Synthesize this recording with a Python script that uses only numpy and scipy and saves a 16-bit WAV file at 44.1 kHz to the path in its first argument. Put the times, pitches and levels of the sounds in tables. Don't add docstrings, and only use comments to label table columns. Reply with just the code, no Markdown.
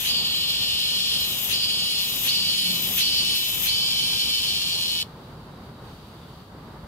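import sys
import numpy as np
from scipy import signal
from scipy.fft import rfft, irfft
from scipy.io import wavfile
from scipy.ndimage import uniform_filter1d

SR = 44100
rng = np.random.default_rng(int(sys.argv[2]) if len(sys.argv) > 2 else 0)


def int16_out(signal):
    q = np.round(np.clip(np.atleast_2d(signal).T, -1, 1) * 32767)
    wavfile.write(sys.argv[1], SR, q.astype(np.int16))


N = 302967

# snap_s, ease_s, let_go_s, level_db, gripped_ring_hz, burst_db, burst_width_s
PHRASES = [(0.075, 0.258, 1.17, -24, 4730, -31, 0.038), (1.515, 1.84, 1.99, -25, 4660, -31.5, 0.023),
           (2.28, 2.504, 2.68, -24, 4630, -30.5, 0.027), (2.999, 3.237, 3.345, -23.5, 4640, -28.5, 0.02),
           (3.675, 3.92, 5.1, -24.5, 4650, -31.5, 0.028)]
# time_s, level_db
EFFORT = [(0, -5), (.3, -6), (1.3, -2), (3.1, 0), (5.0, -0.5)]

STOP_S = 5.031
PULL_S, SLACKEN_S, SIZZLE_ON_S = 0.05, 0.26, 0.045
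SLACK_HZ, HELD_HZ = 3650, 4420


def gain_of(db):
    return 10 ** (np.asarray(db) / 20)


def evened(x):
    return x / np.sqrt(np.mean(x ** 2) + 1e-20)


def ramp(x):
    return np.clip(x, 0, 1)


def bump(t, width_s):
    return np.exp(-.5 * (t / width_s) ** 2)


def read(points, hz):
    pitch_hz, value = np.transpose(points)
    return np.interp(np.log(hz + 1), np.log(pitch_hz + 1), value)


def follow(table, t):
    time_s, *columns = np.transpose(table)
    return [np.interp(t, time_s, column) for column in columns]


def causal(db):
    cepstrum = irfft(db * np.log(10) / 20)
    half = cepstrum.shape[-1] // 2
    cepstrum[..., 1:half] *= 2
    cepstrum[..., half + 1:] = 0
    return np.exp(rfft(cepstrum))


def colour(x, points, size=2048):
    taps = irfft(causal(read(points, np.fft.rfftfreq(size, 1 / SR))))
    return signal.oaconvolve(x, taps)[:N]


def resonate(x, hz, width_hz, passes=1):
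    turn = np.exp(2j * np.pi * np.cumsum(np.full(N, hz)) / SR)
    fade = np.exp(-np.pi * width_hz / SR)
    for _ in range(passes):
        x = 2 * (turn * signal.lfilter([1 - fade], [1, -fade], x / turn + 1e-18)).real
    return x


def wander(fastest_hz, span=20):
    t = np.linspace(0, N / SR, N // 64)
    rates_hz = np.geomspace(fastest_hz / span, fastest_hz, 24)
    drift = sum(np.sin(2 * np.pi * (hz * t + rng.random())) for hz in rates_hz)
    return np.interp(np.arange(N) / SR, t, evened(drift))


def outdoor_rumble(level_db=-43, swell_db=1.41):
    # pitch_hz, relative_db
    rumble_tone = [(15, -45), (25, -23), (48, -1.5), (129, -0.5), (193, -1), (331, -11), (378, -8),
                   (666, -13), (895, -12), (1170, -13), (2300, -28), (3530, -74), (4750, -65), (5580, -48),
                   (15500, -53)]
    # pitch_hz, likeness (1 = same; below 0 counts as 0)
    likeness = [(60, 0.99), (130, 1), (290, 0.91), (640, 0.69), (1410, 0.18), (3100, -0.53), (6820, -0.082),
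                (15000, 0.31)]
    hz = np.fft.rfftfreq(N, 1 / SR)
    left, other = rfft(rng.standard_normal((2, N)))
    shared = np.sqrt(np.clip(read(likeness, hz), 0, 1))
    right = shared * left + np.sqrt(1 - shared ** 2) * other
    rumble = irfft(np.array([left, right]) * gain_of(read(rumble_tone, hz)), N)
    return evened(rumble) * gain_of(level_db + swell_db * wander(11))


def far_insects(level_db=-55, swell_db=1.41):
    # pitch_hz, relative_db
    chorus_tone = [(2200, -7.5), (3000, -1), (3500, -2), (3880, 1.5), (4150, -4), (4550, 1.5),
                   (5300, -10.5), (7000, -14.5)]
    hiss = np.array([evened(colour(noise, chorus_tone)) for noise in rng.standard_normal((2, N))])
    return hiss * gain_of(level_db + swell_db * wander(5.2))


def engine(waver=0.014, flutter_db=3):
    # time_s, pitch_hz, level_db
    passing = [(0, 200.4, -64), (1.2, 191.3, -54.5), (2, 183.7, -56), (2.7, 178.4, -43), (3.3, 169.4, -50),
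               (4, 163.3, -54.5), (5.5, 161, -57)]
    # pitch_multiple, relative_db
    tones = [(1, 3.5), (1.17, -2), (1.48, -1), (2, -2)]
    pitch_hz, level_db = follow(passing, np.arange(N) / SR)
    cycles = np.cumsum(pitch_hz * (1 + waver * wander(20))) / SR
    hum = sum(gain_of(db + flutter_db * wander(14)) * np.sin(2 * np.pi * multiple * cycles)
              for multiple, db in tones)
    return gain_of(level_db) * evened(hum)


def tension(t, release_s=SLACKEN_S):
    return ramp(sum(ramp((t - snap) / PULL_S + .5) * (1 - ramp((t - let_go) / release_s))
                    for snap, _, let_go, *_ in PHRASES))


def grip(t, easing_s=.12):
    return sum(ramp((t - snap) / PULL_S + .5) * ramp((ease - t) / easing_s + .5)
               for snap, ease, *_ in PHRASES)


def near_snaps(t, width_s, early_s=0):
    return sum(bump(t - snap + early_s, width_s) for snap, *_ in PHRASES)


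def shiver():
    return wander(24, span=4)


def phrase(t, slack_drop_db=7, surge_db=2):
    rows = np.array(PHRASES)
    current = np.maximum(np.searchsorted(rows[:, 0] - PULL_S, t) - 1, 0)
    _, _, _, phrase_db, gripped_hz, _, _ = rows[current].T
    taut = tension(t)
    level_db = phrase_db - slack_drop_db * (1 - taut) + surge_db * near_snaps(t, width_s=0.024)
    ring_hz = SLACK_HZ + taut * (HELD_HZ - SLACK_HZ) + grip(t) * (gripped_hz - HELD_HZ)
    return level_db, ring_hz


def clicks(waver=0.004, uneven_db=0.4, second_db=1.0, jitter_s=48e-6, spring_jitter_s=16e-6):
    # time_s, cycles_per_s
    pace = [(0.0, 124.0), (0.4, 117.8), (1.15, 129.5), (1.28, 123.2), (1.6, 129.2), (1.97, 123.2),
            (2.04, 120.2), (2.62, 129.8), (2.76, 119.0), (3.05, 129.8), (3.38, 125.8), (3.47, 114.2),
            (4.2, 113.8), (4.45, 106.8), (4.68, 87.8), (4.94, 84.0), (5.03, 78.2)]
    # time_s, spring_back_s, second_tymbal_lag_cycles
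    timing = [(1.3, .003, .515), (3.3, .00285, .52), (3.8, .00278, .565), (4.4, .00274, .565),
              (5, .00256, .54)]
    t = np.arange(N) / SR
    cycles = np.cumsum(follow(pace, t)[0] * (1 + waver * wander(30))) / SR
    cycle = np.arange(int(cycles[-1]))
    first_s = np.interp(cycle, cycles, t)
    spring_s, lag = follow(timing, first_s)
    second_s = np.interp(cycle + lag, cycles, t)
    click_s = np.stack([first_s, first_s + spring_s, second_s, second_s + spring_s], 1).ravel()
    stroke, back = np.divmod(np.arange(len(click_s)), 2)
    late, spring_late, strength = rng.standard_normal((len(click_s), 3)).T
    slip_s = jitter_s * (2 - tension(click_s)) * late[stroke]
    click_s = abs(click_s + slip_s + spring_jitter_s * spring_late * back)
    size = gain_of(uneven_db * strength + second_db * (stroke % 2))
    sung = click_s < STOP_S
    return click_s[sung], size[sung], back[sung]


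def tymbals(click_s, size, back, taut_back_db=-2, bright_db=4, vary_db=2.0, sharp=0.83, samples=512):
    # pitch_hz, relative_db
    click_tone = [(200, -46), (1400, -28.5), (1880, -14.5), (2060, -33.5), (2250, -8.5), (2500, -7.5),
                  (2850, 0), (3450, 1), (4000, -2), (4700, 1), (5600, -5.5), (6200, -4.5), (7500, 0),
                  (8600, -9), (14000, -13)]
    hz = np.fft.rfftfreq(samples, 1 / SR)
    back_db = taut_back_db * tension(click_s)[:, None] + bright_db * ramp(np.log2((hz + 1) / HELD_HZ))
    db = read(click_tone, hz) + abdomen(click_s, hz) + back[:, None] * back_db
    db += vary_db * evened(uniform_filter1d(rng.standard_normal(db.shape), size=9, axis=1))
    spectra = causal(sharp * db) * gain_of((1 - sharp) * db)
    whole, fraction = np.divmod(click_s * SR, 1)
    lead = samples // 2
    delay = np.exp(-2j * np.pi * hz / SR * (fraction[:, None] + lead))
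    rings = (size * (1 - 2 * back))[:, None] * irfft(spectra * delay)
    places = whole.astype(int)[:, None] + np.arange(samples)
    return np.bincount(places.ravel(), rings.ravel(), N + lead)[lead:]


def abdomen(click_s, hz, width_hz=300, warble_hz=70, throb_db=1.7, calm=.4):
    taut, firm = tension(click_s), grip(click_s)
    tremble = calm * taut + (1 - calm) * firm
    warble, throb = (tremble * shiver()[(click_s * SR).astype(int)] for _ in range(2))
    centre_hz = phrase(click_s)[1] + warble_hz * warble
    offset_hz = hz - centre_hz[:, None]
    boost_db = 4 + 2 * taut + 2 * firm + throb_db * throb
    cut_db = 11 + 4 * taut
    hump = 1 / (1 + (offset_hz / width_hz) ** 2)
    above = .5 + .5 * np.tanh((offset_hz - 260) / 180)
    return hump * boost_db[:, None] - above * cut_db[:, None]


def body(x, sway, taut_db=-4.32, slack_change_db=-8, sway_hz=22):
    # pitch_hz, width_hz, relative_db, last_phrase_change_db
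    rings = [(2280, 90, 2, 3), (2840, 100, 3, -6), (3080, 90, 9.5, 1), (3400, 120, -8, 1),
             (3800, 250, -10, 3), (4430, 220, -13, 3)]
    t = np.arange(N) / SR
    drive = x * gain_of(taut_db + slack_change_db * (1 - tension(t)))
    last_phrase = ramp((t - PHRASES[-1][0]) / PULL_S)
    return x + sum(gain_of(db + change_db * last_phrase) * resonate(drive, hz + sway_hz * sway, width)
                   for hz, width, db, change_db in rings)


def voice(click_s, size, back, sway, trim_db=-1, taut_trim_db=-2):
    t = np.arange(N) / SR
    buzz = body(tymbals(click_s, size, back), sway) * gain_of(taut_trim_db * tension(t))
    return evened(buzz) * gain_of(phrase(t)[0] + trim_db)


def ribs(click_s, size, decay_s, steady, rise_s=0.0012):
    kicks = np.bincount((click_s * SR).astype(int), size, N)
    t = np.arange(-500, 501) / SR
    swell = np.exp(np.minimum(t / rise_s, -t / decay_s))
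    bursts = evened(signal.oaconvolve(kicks, swell, "same"))
    rubbing = steady * (np.arange(N) / SR < STOP_S)
    return (bursts + rubbing) * rng.standard_normal((2, N))


def rasp(click_s, size, back, base_db=-32.25, slack_db=1.25, grip_db=-2, buckle_db=-5):
    # pitch_hz, relative_db
    rasp_tone = [(1500, -22.5), (2500, 7.5), (5000, -4), (6500, 3), (7500, -1.5), (8800, -1.5),
                 (10300, 3.5), (11200, 2.5), (12000, -7), (13800, -5), (15800, 0.5)]
    # pitch_hz, relative_db
    burst_tone = [(1200, -17), (1900, -4), (2600, 10.5), (3500, 5), (5300, -2.5), (6600, 7.5), (7600, -19),
                  (11000, 3), (15000, -5)]
    t = np.arange(N) / SR
    crackle = ribs(click_s, size * gain_of(buckle_db * (1 - back)), decay_s=0.00086, steady=0.31)
    burst = sum(gain_of(db) * bump(t - snap, width_s) for snap, *_, db, width_s in PHRASES)
    level = gain_of(base_db + follow(EFFORT, t)[0] + slack_db * (1 - tension(t)) + grip_db * grip(t))
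    return np.array([level * evened(colour(side, rasp_tone)) + burst * evened(colour(side, burst_tone))
                     for side in crackle])


def sizzle(click_s, size, back, slack_hz=13250, taut_hz=13600, sag_hz=700, flutter_db=1.0):
    # pitch_hz, relative_db
    sizzle_tone = [(6000, -7), (10000, -14), (11700, -4.5), (12500, 0), (13300, -2), (14500, 1),
                   (15800, -5)]
    t = np.arange(N) / SR
    buckle_over_back_db = 47 - 5.5 * tension(click_s)
    size = size * gain_of(buckle_over_back_db * (0.5 - back))
    crackle = [colour(side, sizzle_tone) for side in ribs(click_s, size, decay_s=0.001, steady=0.31)]
    pitch_hz = slack_hz + (taut_hz - slack_hz) * tension(t) ** 2 - sag_hz * near_snaps(t, width_s=.03)
    ring = resonate(np.array(crackle), pitch_hz, width_hz=1400)
    return evened(ring) * gain_of(sizzle_level(t) + flutter_db * shiver())


def sizzle_level(t, let_go_db=-31.5, slack_db=1.5, early_s=.015):
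    # time_s, level_db
    held_sizzle = [(.2, -42), (.4, -38), (1.05, -41.5), (1.7, -43), (2.4, -40.5), (4, -40.5), (5, -41)]
    held = np.minimum(tension(t, SIZZLE_ON_S), np.maximum(tension(t + early_s, SIZZLE_ON_S), grip(t)))
    swell_db = 1.5 * near_snaps(t, width_s=.07, early_s=.07)
    surge_db = 3.5 * near_snaps(t, width_s=0.027, early_s=0.0061)
    loose_db = let_go_db + follow(EFFORT, t)[0] + swell_db
    level_db = held * follow(held_sizzle, t)[0] + (1 - held) * loose_db
    return level_db + slack_db * (1 - tension(t)) + surge_db


def upper_rings(click_s, size, lower_hz=4880, top_hz=5420, base_db=-36, hz_per_db=24, slack_db=-9):
    # time_s, level_db
    top_ring = [(.3, -45), (.55, -37.5), (.78, -40.5), (1.08, -36.5), (1.6, -41), (1.72, -43), (1.9, -39.5),
                (2.3, -35), (2.62, -39.5), (3.05, -34.5), (3.3, -36), (3.8, -36), (4.1, -35), (5, -36)]
    t = np.arange(N) / SR
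    lower_db = base_db + .5 * follow(EFFORT, t)[0]
    top_db = follow(top_ring, t)[0]
    rings = 0
    for hz, db in ((lower_hz, lower_db), (top_hz + hz_per_db * (top_db - base_db), top_db)):
        crackle = ribs(click_s, size, decay_s=0.0019, steady=0.11)
        rings += evened(resonate(crackle, hz, width_hz=760, passes=3)) * gain_of(db)
    return rings * gain_of(slack_db * (1 - tension(t)))


def window_echoes(x, wall_fade_s=0.11, frame_fade_s=.01, frame_db=6, samples=5000):
    t = np.arange(samples) / SR
    decay = gain_of(-60 * t / wall_fade_s) + gain_of(frame_db - 60 * t / frame_fade_s)
    echoes = rng.standard_normal(samples) * decay * (t > .0007)
    return signal.oaconvolve(x, echoes / np.linalg.norm(echoes))[:N]


def zips(click_s, size, middle_hz=3300, octaves_per_s=14):
    t = np.arange(N) / SR
    crackle = ribs(click_s, size, decay_s=0.00092, steady=.1)
    snap_s = np.transpose(PHRASES)[0]
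    nearest = np.searchsorted((snap_s[1:] + snap_s[:-1]) / 2, t)
    pitch_hz = middle_hz * 2 ** np.clip(octaves_per_s * (t - snap_s[nearest]), -1, 1)
    ring = evened(resonate(crackle, pitch_hz, width_hz=1300, passes=2))
    return ring * sum(gain_of(db) * bump(t - snap, width_s=.017) for snap, *_, db, _ in PHRASES)


def creak(click_s, size, back, pitch_hz=10950, base_db=-47, strain_db=7, early_s=0.025):
    t = np.arange(N) / SR
    crackle = ribs(click_s, size * back, decay_s=0.00034, steady=0.22)
    ring = evened(resonate(crackle, pitch_hz, width_hz=1000, passes=2))
    strain = sum(bump(t - let_go + early_s, width_s=0.054) for _, _, let_go, *_ in PHRASES[:-1])
    return ring * tension(t, SIZZLE_ON_S) * gain_of(base_db + follow(EFFORT, t)[0] + strain_db * strain)


def pips(click_s, size, trim_db=-8, rise_s=0.009):
    # start_s, relative_db, pitch_hz
    pip_list = [(0.0832, -29, 4550), (0.156, -26, 4480), (0.1744, -24, 4600), (0.2992, -25.5, 4500),
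                (1.5318, -26, 4900), (1.5994, -27, 4800), (1.6357, -23, 4570), (1.6955, -30, 4400),
                (1.7404, -29, 5000), (1.7891, -30, 4730), (2.2877, -19, 4400), (2.3451, -23, 4730),
                (2.4084, -24, 4510), (2.4797, -28, 4670), (3.038, -24, 4460), (3.0694, -21, 4360),
                (3.1358, -26, 4240), (3.1732, -20, 4730), (3.2101, -20.5, 4670), (3.3194, -25, 4520),
                (3.6855, -17.5, 4250), (3.7374, -24, 4450), (3.8072, -24, 4250), (3.8494, -22, 4820),
                (4.0262, -23.5, 4550), (4.1984, -23, 4300), (4.3794, -23.5, 4350), (4.4806, -22, 4500),
                (4.7212, -22, 4700), (4.7521, -25, 4210), (4.8883, -24.5, 4278)]
    t = np.arange(N) / SR
    start_s, _, pitch_hz = np.transpose(pip_list)
    nearest = np.searchsorted((start_s[1:] + start_s[:-1]) / 2 + rise_s, t)
    kicks = np.bincount((click_s * SR).astype(int), size, N)
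    ring = resonate(kicks, pitch_hz[nearest], width_hz=340, passes=2)
    ring /= np.sqrt(abs(uniform_filter1d(ring ** 2, size=900)) + 1e-12)
    return ring * sum(gain_of(db + trim_db) * bump(t - start - rise_s, width_s=0.01)
                      for start, db, _ in pip_list)


def chirps(width_hz=140):
    # peak_s, pitch_hz, level_db, width_s
    calls = [(5.554, 3850, -61, .03), (5.784, 3880, -61, .025), (6.248, 3500, -62, 0.072)]
    t = np.arange(N) / SR
    sound = 0
    for peak_s, pitch_hz, level_db, width_s in calls:
        band = evened(resonate(rng.standard_normal(N), pitch_hz, width_hz))
        sound += gain_of(level_db) * bump(t - peak_s, width_s) * band
    return sound


def scene(right_delay_s=0.00011, echo_db=-10.0, tremble_db=.5):
    # pitch_hz, phase_radians
    right_phase = [(2000, -0.18), (2600, 1), (3100, 0.15), (3500, -0.12), (4200, 0.012), (4600, -0.043),
                   (5800, 0.13), (6900, -0.77), (8000, -0.2)]
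    # pitch_hz, level_db
    right_tone = [(1900, 1), (2100, -1), (2270, -11), (2450, -5), (2750, -6), (3100, -2), (3450, 0),
                  (4400, 1), (4750, -1), (5100, 2), (5350, -4), (5900, -1), (8200, 0), (9050, -13),
                  (9900, -5), (11700, 0), (12300, -7), (13200, -11), (14500, -7), (15500, -11)]
    click_s, size, back = clicks()
    sway = wander(12)
    left, right = (voice(click_s, size, back, sway) for _ in range(2))
    hz = np.fft.rfftfreq(N, 1 / SR)
    phase = read(right_phase, hz) - 2 * np.pi * hz * right_delay_s
    right = irfft(rfft(right) * np.exp(1j * phase), N)
    song = np.array([left, right]) + upper_rings(click_s, size) + zips(click_s, size)
    song += rasp(click_s, size, back) + sizzle(click_s, size, back) + creak(click_s, size, back)
    song *= gain_of(tremble_db * shiver())
    left, right = (side + gain_of(echo_db) * window_echoes(side) for side in song)
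    foreground = np.array([left, colour(right, right_tone)]) + pips(click_s, size)
    return foreground + outdoor_rumble() + far_insects() + engine() + chirps()


def record(dry):
    top_hz = 15700
    taps = signal.firwin(511, top_hz, window=("kaiser", 9), fs=SR)
    return signal.oaconvolve(dry, taps[None], "same")


dry = scene()
out = record(dry)
int16_out(out)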